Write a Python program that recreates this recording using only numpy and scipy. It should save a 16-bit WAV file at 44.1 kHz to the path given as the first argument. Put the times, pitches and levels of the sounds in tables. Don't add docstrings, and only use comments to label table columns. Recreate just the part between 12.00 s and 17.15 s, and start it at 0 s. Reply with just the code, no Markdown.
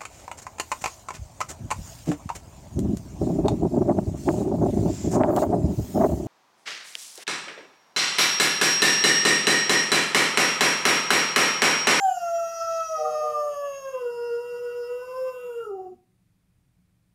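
import sys
import numpy as np
from scipy import signal
from scipy.fft import rfft, irfft
from scipy.io import wavfile
from scipy.ndimage import uniform_filter1d

SR = 44100
rng = np.random.default_rng(int(sys.argv[2]) if len(sys.argv) > 2 else 0)


def materialize(psi):
    bounded = np.clip(np.atleast_2d(psi).T, -1, 1)
    quanta = np.round(bounded * 32767).astype(np.int16)
    wavfile.write(sys.argv[1], SR, quanta)


N = 227065
TIME = np.arange(N) / SR
BIN_HZ = np.fft.rfftfreq(N, 1 / SR)


def amp(db):
    return 10 ** (np.asarray(db) / 20)


def unit(x):
    return x / np.sqrt(np.mean(x ** 2) + 1e-20)


def curves(rows):
    seconds, *columns = np.transpose(rows)
    return [np.interp(TIME, seconds, column) for column in columns]


def spectrum(rows, hz):
    row_hz, values = np.transpose(rows)
    return np.interp(np.log(hz + 1), np.log(row_hz), values)


def smooth_gain(db):
    return uniform_filter1d(uniform_filter1d(amp(db), size=600), size=600)


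def gate(end_s, fade_s):
    return np.clip((end_s - TIME) / fade_s + 1, 0, 1)


def wander(rate_hz):
    return unit(irfft(rfft(rng.standard_normal(N)) / (1 + (BIN_HZ / rate_hz) ** 2) ** 2, N))


def phase(hz):
    return 2 * np.pi * np.cumsum(hz) / SR


def tone(angle):
    return np.sqrt(2) * np.cos(angle + 2 * np.pi * rng.random())


# frequency in Hz, relative rumble level in dB.
RUMBLE_SPECTRUM = [(15, -48), (25, -13), (116, -8), (148, -12), (183, -3), (215, -21), (289, -18),
                   (368, -29), (1300, -35.5), (2490, -35.5), (2850, -39), (3530, -39.5), (7100, -42),
                   (9300, -40), (15500, -45.5)]
# frequency in Hz, level in dB.
HUM_TONES = [(119, -75), (183, -81.5), (9001, -97.5)]


def household(rumble_db=-67):
    colour = amp(spectrum(RUMBLE_SPECTRUM, BIN_HZ))
    rumble = unit(irfft(rfft(rng.standard_normal(N)) * colour, N))
    hum = sum(amp(db) * tone(phase(hz + 4 * wander(8))) * (1 + 0.34 * wander(9)) for hz, db in HUM_TONES)
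    return amp(rumble_db) * rumble + hum


# frequency in Hz, reverb level in dB.
REVERB_LEVELS = [(300, -11), (700, -12), (1400, -7), (3000, -3), (7000, -1), (15000, -1)]
# frequency in Hz, T60 in seconds.
REVERB_TIMES = [(300, .44), (700, .38), (3000, .4), (7000, .33), (15000, .2)]


def room(x, taps_per_s=3000, gap_s=0.004):
    taps = rng.choice([-1., 1.], SR) * (rng.random(SR) < taps_per_s / SR) * (np.arange(SR) > gap_s * SR)
    hz, t, bands = signal.stft(unit(taps), SR, nperseg=256)
    t60_s = spectrum(REVERB_TIMES, hz)[:, None]
    wet = amp(spectrum(REVERB_LEVELS, hz))[:, None]
    decay = np.exp(-np.log(1000) * t / t60_s) * np.sqrt(2 * np.log(1000) / (t60_s * SR))
    response = signal.istft(bands * decay * wet, SR, nperseg=256)[1]
    return signal.fftconvolve(x, response)[:N]


# delay in ms, reflection gain in dB.
EARLY_REFLECTIONS = [(5.3, -12.1), (10.0, -6.4), (10.6, -4.9), (16.8, -4.3), (17.5, -3.9), (40.3, -9.0),
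                     (40.9, -7.8), (42.2, -17.1), (57.4, -11.7), (57.7, -10.6)]


def walls(x):
    return sum(amp(db) * np.pad(x, (round(ms * SR / 1000), 0))[:N] for ms, db in EARLY_REFLECTIONS)


def tension(pitch_hz, mid_hz=585):
    return np.log2(pitch_hz / mid_hz)


def jaw_closed(start_s=3.66, length_s=0.06):
    return np.clip((TIME - start_s) / length_s, 0, 1)


def airflow_db(pitch_hz, mid_db=-56.5, db_per_octave=15.5, closed_db=-4.5):
    return mid_db + db_per_octave * tension(pitch_hz) + closed_db * jaw_closed()


# resonance centre in Hz, width in Hz, peak in dB.
TRACT_RESONANCES = [(1276, 220, 4), (1890, 81, -5.5), (2817, 130, 6), (3370, 130, -14.5), (3868, 87, -6),
                    (4744, 190, -1), (5244, 176, 2.5), (5771, 28, 12), (7140, 87, 14), (6810, 260, 9),
                    (8550, 190, -3.5), (10060, 206, -12), (11340, 2182, -12.5), (13440, 130, -6),
                    (14750, 180, -9.5)]


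def vocal_tract(hz, valley_db=-26, low_cut_hz=900):
    peak_power = sum(amp(db) ** 2 / (1 + ((hz - centre_hz) / width_hz) ** 2) ** 2
                     for centre_hz, width_hz, db in TRACT_RESONANCES)
    valley = amp(valley_db) * hz ** 2 / (hz ** 2 + low_cut_hz ** 2)
    return np.sqrt(peak_power + valley ** 2)


# frequency in Hz, relative air level in dB ahead of the tract.
AIR_SPECTRUM = [(200, -13.5), (500, 27), (1300, 4.5), (2800, -4), (5200, -3), (7000, -10.5), (10000, -2),
                (15500, 7)]


def air(pitch_hz, cycle, trim_db=-1, pulsing=0.34, split_hz=3500, low_db=-3, low_db_per_octave=-8):
    puffs = rng.standard_normal(N) * (1 + pulsing * np.cos(cycle))
    hiss = unit(irfft(rfft(puffs) * vocal_tract(BIN_HZ) * amp(spectrum(AIR_SPECTRUM, BIN_HZ)), N))
    low = irfft(rfft(hiss) / (1 + (BIN_HZ / split_hz) ** 4), N)
    hiss = hiss - low + low * amp(low_db + low_db_per_octave * tension(pitch_hz))
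    return hiss * smooth_gain(airflow_db(pitch_hz) + trim_db) * gate(3.85, 0.13)


# time in seconds, flutter rate in Hz, depth from 0 to 1.
FOLD_FLUTTER = [(.95, 141.8, 0), (1.02, 144.7, 0.29), (1.2, 130.3, 0.35), (1.45, 139.2, 0.56),
                (1.7, 116.4, 0.12), (1.87, 100.4, 0)]


def flutter():
    return curves(FOLD_FLUTTER)


# time in seconds, whistle pitch in Hz.
WHISTLE_PITCH = [(0, 3223), (.3, 3212), (.6, 3234), (1.0, 3221), (1.8, 3253), (2.3, 3233), (3.5, 3232),
                 (3.8, 3336)]


def whistle_phase(detune=0):
    return phase(curves(WHISTLE_PITCH)[0] * (1 + detune))


def whistle_hiss(pitch_hz, cycle, trim_db=-7, smear_rad=1.5, flicker_db=3):
    whistle_cycle = whistle_phase()
    bands = sum(tone(m * whistle_cycle + k * cycle + smear_rad * wander(130))
                * amp(flicker_db * wander(1.4)) for m in (3, 4) for k in range(-3, 4))
    bands = irfft(rfft(bands) * vocal_tract(BIN_HZ), N)
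    return unit(bands) * smooth_gain(airflow_db(pitch_hz) + trim_db) * gate(3.68, 0.065)


# whistle multiple (0 for a plain fold harmonic), fold multiple, relative level in dB.
PARTIAL_GROUPS = [
    [(0, 4, 5), (0, 5, -2.5), (0, 6, -9.5), (1, -4, 1), (1, -2, 4.5), (1, -1, 3), (1, 0, 5.5), (1, 1, -4.5)],
    [(0, 7, -22.5), (0, 8, -15.5), (1, 2, -4), (1, 3, -7), (1, 4, -3.5), (2, -3, -8.5), (2, -2, -5.5),
     (2, -1, -3.5)],
    [(2, 0, 0)],
    [(2, 1, -5.5), (2, 2, -3.5), (2, 3, -9)],
]
# base level in dB, swell level in dB, howl pitch of the swell in Hz,
# swell width in octaves, change at full flutter in dB, stop in seconds.
GROUP_LEVELS = [(-71, -53, 580.5, 0.48, -19.5, 3.6), (-64.5, -49, 658.6, 0.077, 8, 3.3),
                (-54.5, -65.5, 1100, 0.092, 0.5, 1.923), (-74.5, -44.5, 770, 0.13, 9, 3.6)]


def whistle(pitch_hz, cycle, waver_db=2):
    whistle_hz = curves(WHISTLE_PITCH)[0]
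    whistle_cycle = whistle_phase(detune=0.0019 * wander(60))
    _, depth = flutter()
    smear_rad = (0.043 + 0.46 * depth) * wander(130)
    grid_hz = np.arange(0, SR / 2, 10)
    tract = vocal_tract(grid_hz)
    out = np.zeros(N)
    for group, levels in zip(PARTIAL_GROUPS, GROUP_LEVELS):
        base_db, swell_db, swell_hz, width_octaves, flutter_db, stop_s = levels
        partials, power = 0, 1e-12
        for m, k, db in group:
            gain = amp(db) * np.interp(m * whistle_hz + k * pitch_hz, grid_hz, tract)
            if k == 0:
                gain *= (pitch_hz / pitch_hz.mean()) ** 3
            partials += gain * tone(m * whistle_cycle + k * (cycle + smear_rad))
            power += gain ** 2
        swell = np.exp(-(np.log2(pitch_hz / swell_hz) / width_octaves) ** 2)
        strength = amp(base_db) + amp(swell_db) * swell
        strength *= amp(flutter_db * depth + waver_db * wander(14))
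        out += strength * gate(stop_s, 0.061) * partials / np.sqrt(power)
    return out


def grunt(start_s=3.88, length_s=0.11, from_hz=320, to_hz=180, level_db=-59):
    progress = np.clip((TIME - start_s) / length_s, 0, 1)
    cycle = phase((from_hz + progress * (to_hz - from_hz)) * (1 + 0.13 * wander(150)))
    return amp(level_db) * np.sin(np.pi * progress) * (tone(cycle) + 0.14 * tone(2 * cycle))


def groan(cycle, start_s=3.3, length_s=0.31, level_db=-62):
    progress = np.clip((TIME - start_s) / length_s, 0, 1)
    buzz = unit(sum(tone(k * cycle) / k for k in range(3, 8)))
    return amp(level_db) * np.sin(np.pi * progress) * buzz


# time in seconds, pitch of the folds in Hz.
HOWL_PITCH = [(0.0, 808.6), (0.099, 737), (0.174, 698), (0.317, 675.1), (0.659, 664.7), (0.848, 652.5),
              (1.013, 618.7), (1.254, 608), (1.628, 571.5), (1.878, 535.6), (2.047, 483.3), (2.307, 471.7),
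              (2.435, 482.7), (2.851, 482.6), (3.223, 519.8), (3.611, 462.4), (3.724, 387.4), (3.88, 370)]


def fold_motion(mid_jitter=0.0037, jitter_db_per_octave=-14.5):
    pitch_hz = curves(HOWL_PITCH)[0]
    glide_octaves_per_s = np.minimum(abs(np.gradient(tension(pitch_hz))) * SR, 1)
    jitter = mid_jitter * amp(jitter_db_per_octave * tension(pitch_hz)) * (1 + 0.5 * glide_octaves_per_s)
    return pitch_hz, phase(pitch_hz * (1 + jitter * wander(86.3)))


# time in seconds, level of the dry fundamental in dB.
HOWL_LEVELS = [(0.0, -31.5), (0.06, -20.5), (0.18, -34.0), (0.35, -25), (0.85, -35.5), (1.05, -23),
               (1.45, -37), (1.8, -37), (1.96, -31), (2.6, -36), (3.1, -34), (3.25, -32.0), (3.5, -39),
               (3.87, -39)]
# frequency in Hz, mouth gain on the overtones in dB.
MOUTH_RESPONSE = [(750.0, -5.0), (900.0, -25.5), (1050.0, -16.5), (1200.0, -3.5), (1350.0, -11),
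                  (1480.0, -29), (1700.0, -24.5), (1950.0, -42), (2300.0, -58)]


def folds(pitch_hz, cycle, attack_s=0.004, waver_db=3, rasp_db=-35, rasp_db_per_octave=-9):
    rate_hz, depth = flutter()
    depth *= 1 + 0.48 * wander(20)
    swing = phase(rate_hz * (1 + 0.0082 * wander(61)))
    sidebands = depth / 2 * (1.7 * np.cos(cycle + swing) + 0.76 * np.cos(cycle - swing))
    fundamental = np.sqrt(2) * (np.cos(cycle) + sidebands)
    overtones = 0
    for k, trim_db in [(2, 0.7), (3, 1 - 30 * jaw_closed())]:
        mouth_db = spectrum(MOUTH_RESPONSE, k * pitch_hz)
        overtones += amp(mouth_db + trim_db + waver_db * wander(30)) * tone(k * cycle)
    voice = fundamental + overtones * (1 + 0.305 * depth * np.cos(swing))
    rasp = amp(rasp_db + rasp_db_per_octave * tension(pitch_hz)) * wander(200)
    attack = np.sin(np.pi / 2 * np.minimum(TIME / attack_s, 1)) ** 2
    envelope = smooth_gain(curves(HOWL_LEVELS)[0]) * attack * gate(3.869, 0.025)
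    return envelope * voice * (1 + rasp)


def scene():
    pitch_hz, cycle = fold_motion()
    howl = folds(pitch_hz, cycle)
    whistling = whistle(pitch_hz, cycle) + whistle_hiss(pitch_hz, cycle)
    dog = howl + whistling + air(pitch_hz, cycle) + groan(cycle) + grunt()
    near = dog + walls(howl)
    return (near + room(near) + household())[None]


def record(dry, cutoff_hz=15720):
    lowpass = signal.firwin(801, cutoff_hz, window=("kaiser", 9), fs=SR)
    return signal.oaconvolve(dry, lowpass[None], "same")


dry = scene()
out = record(dry)
materialize(out)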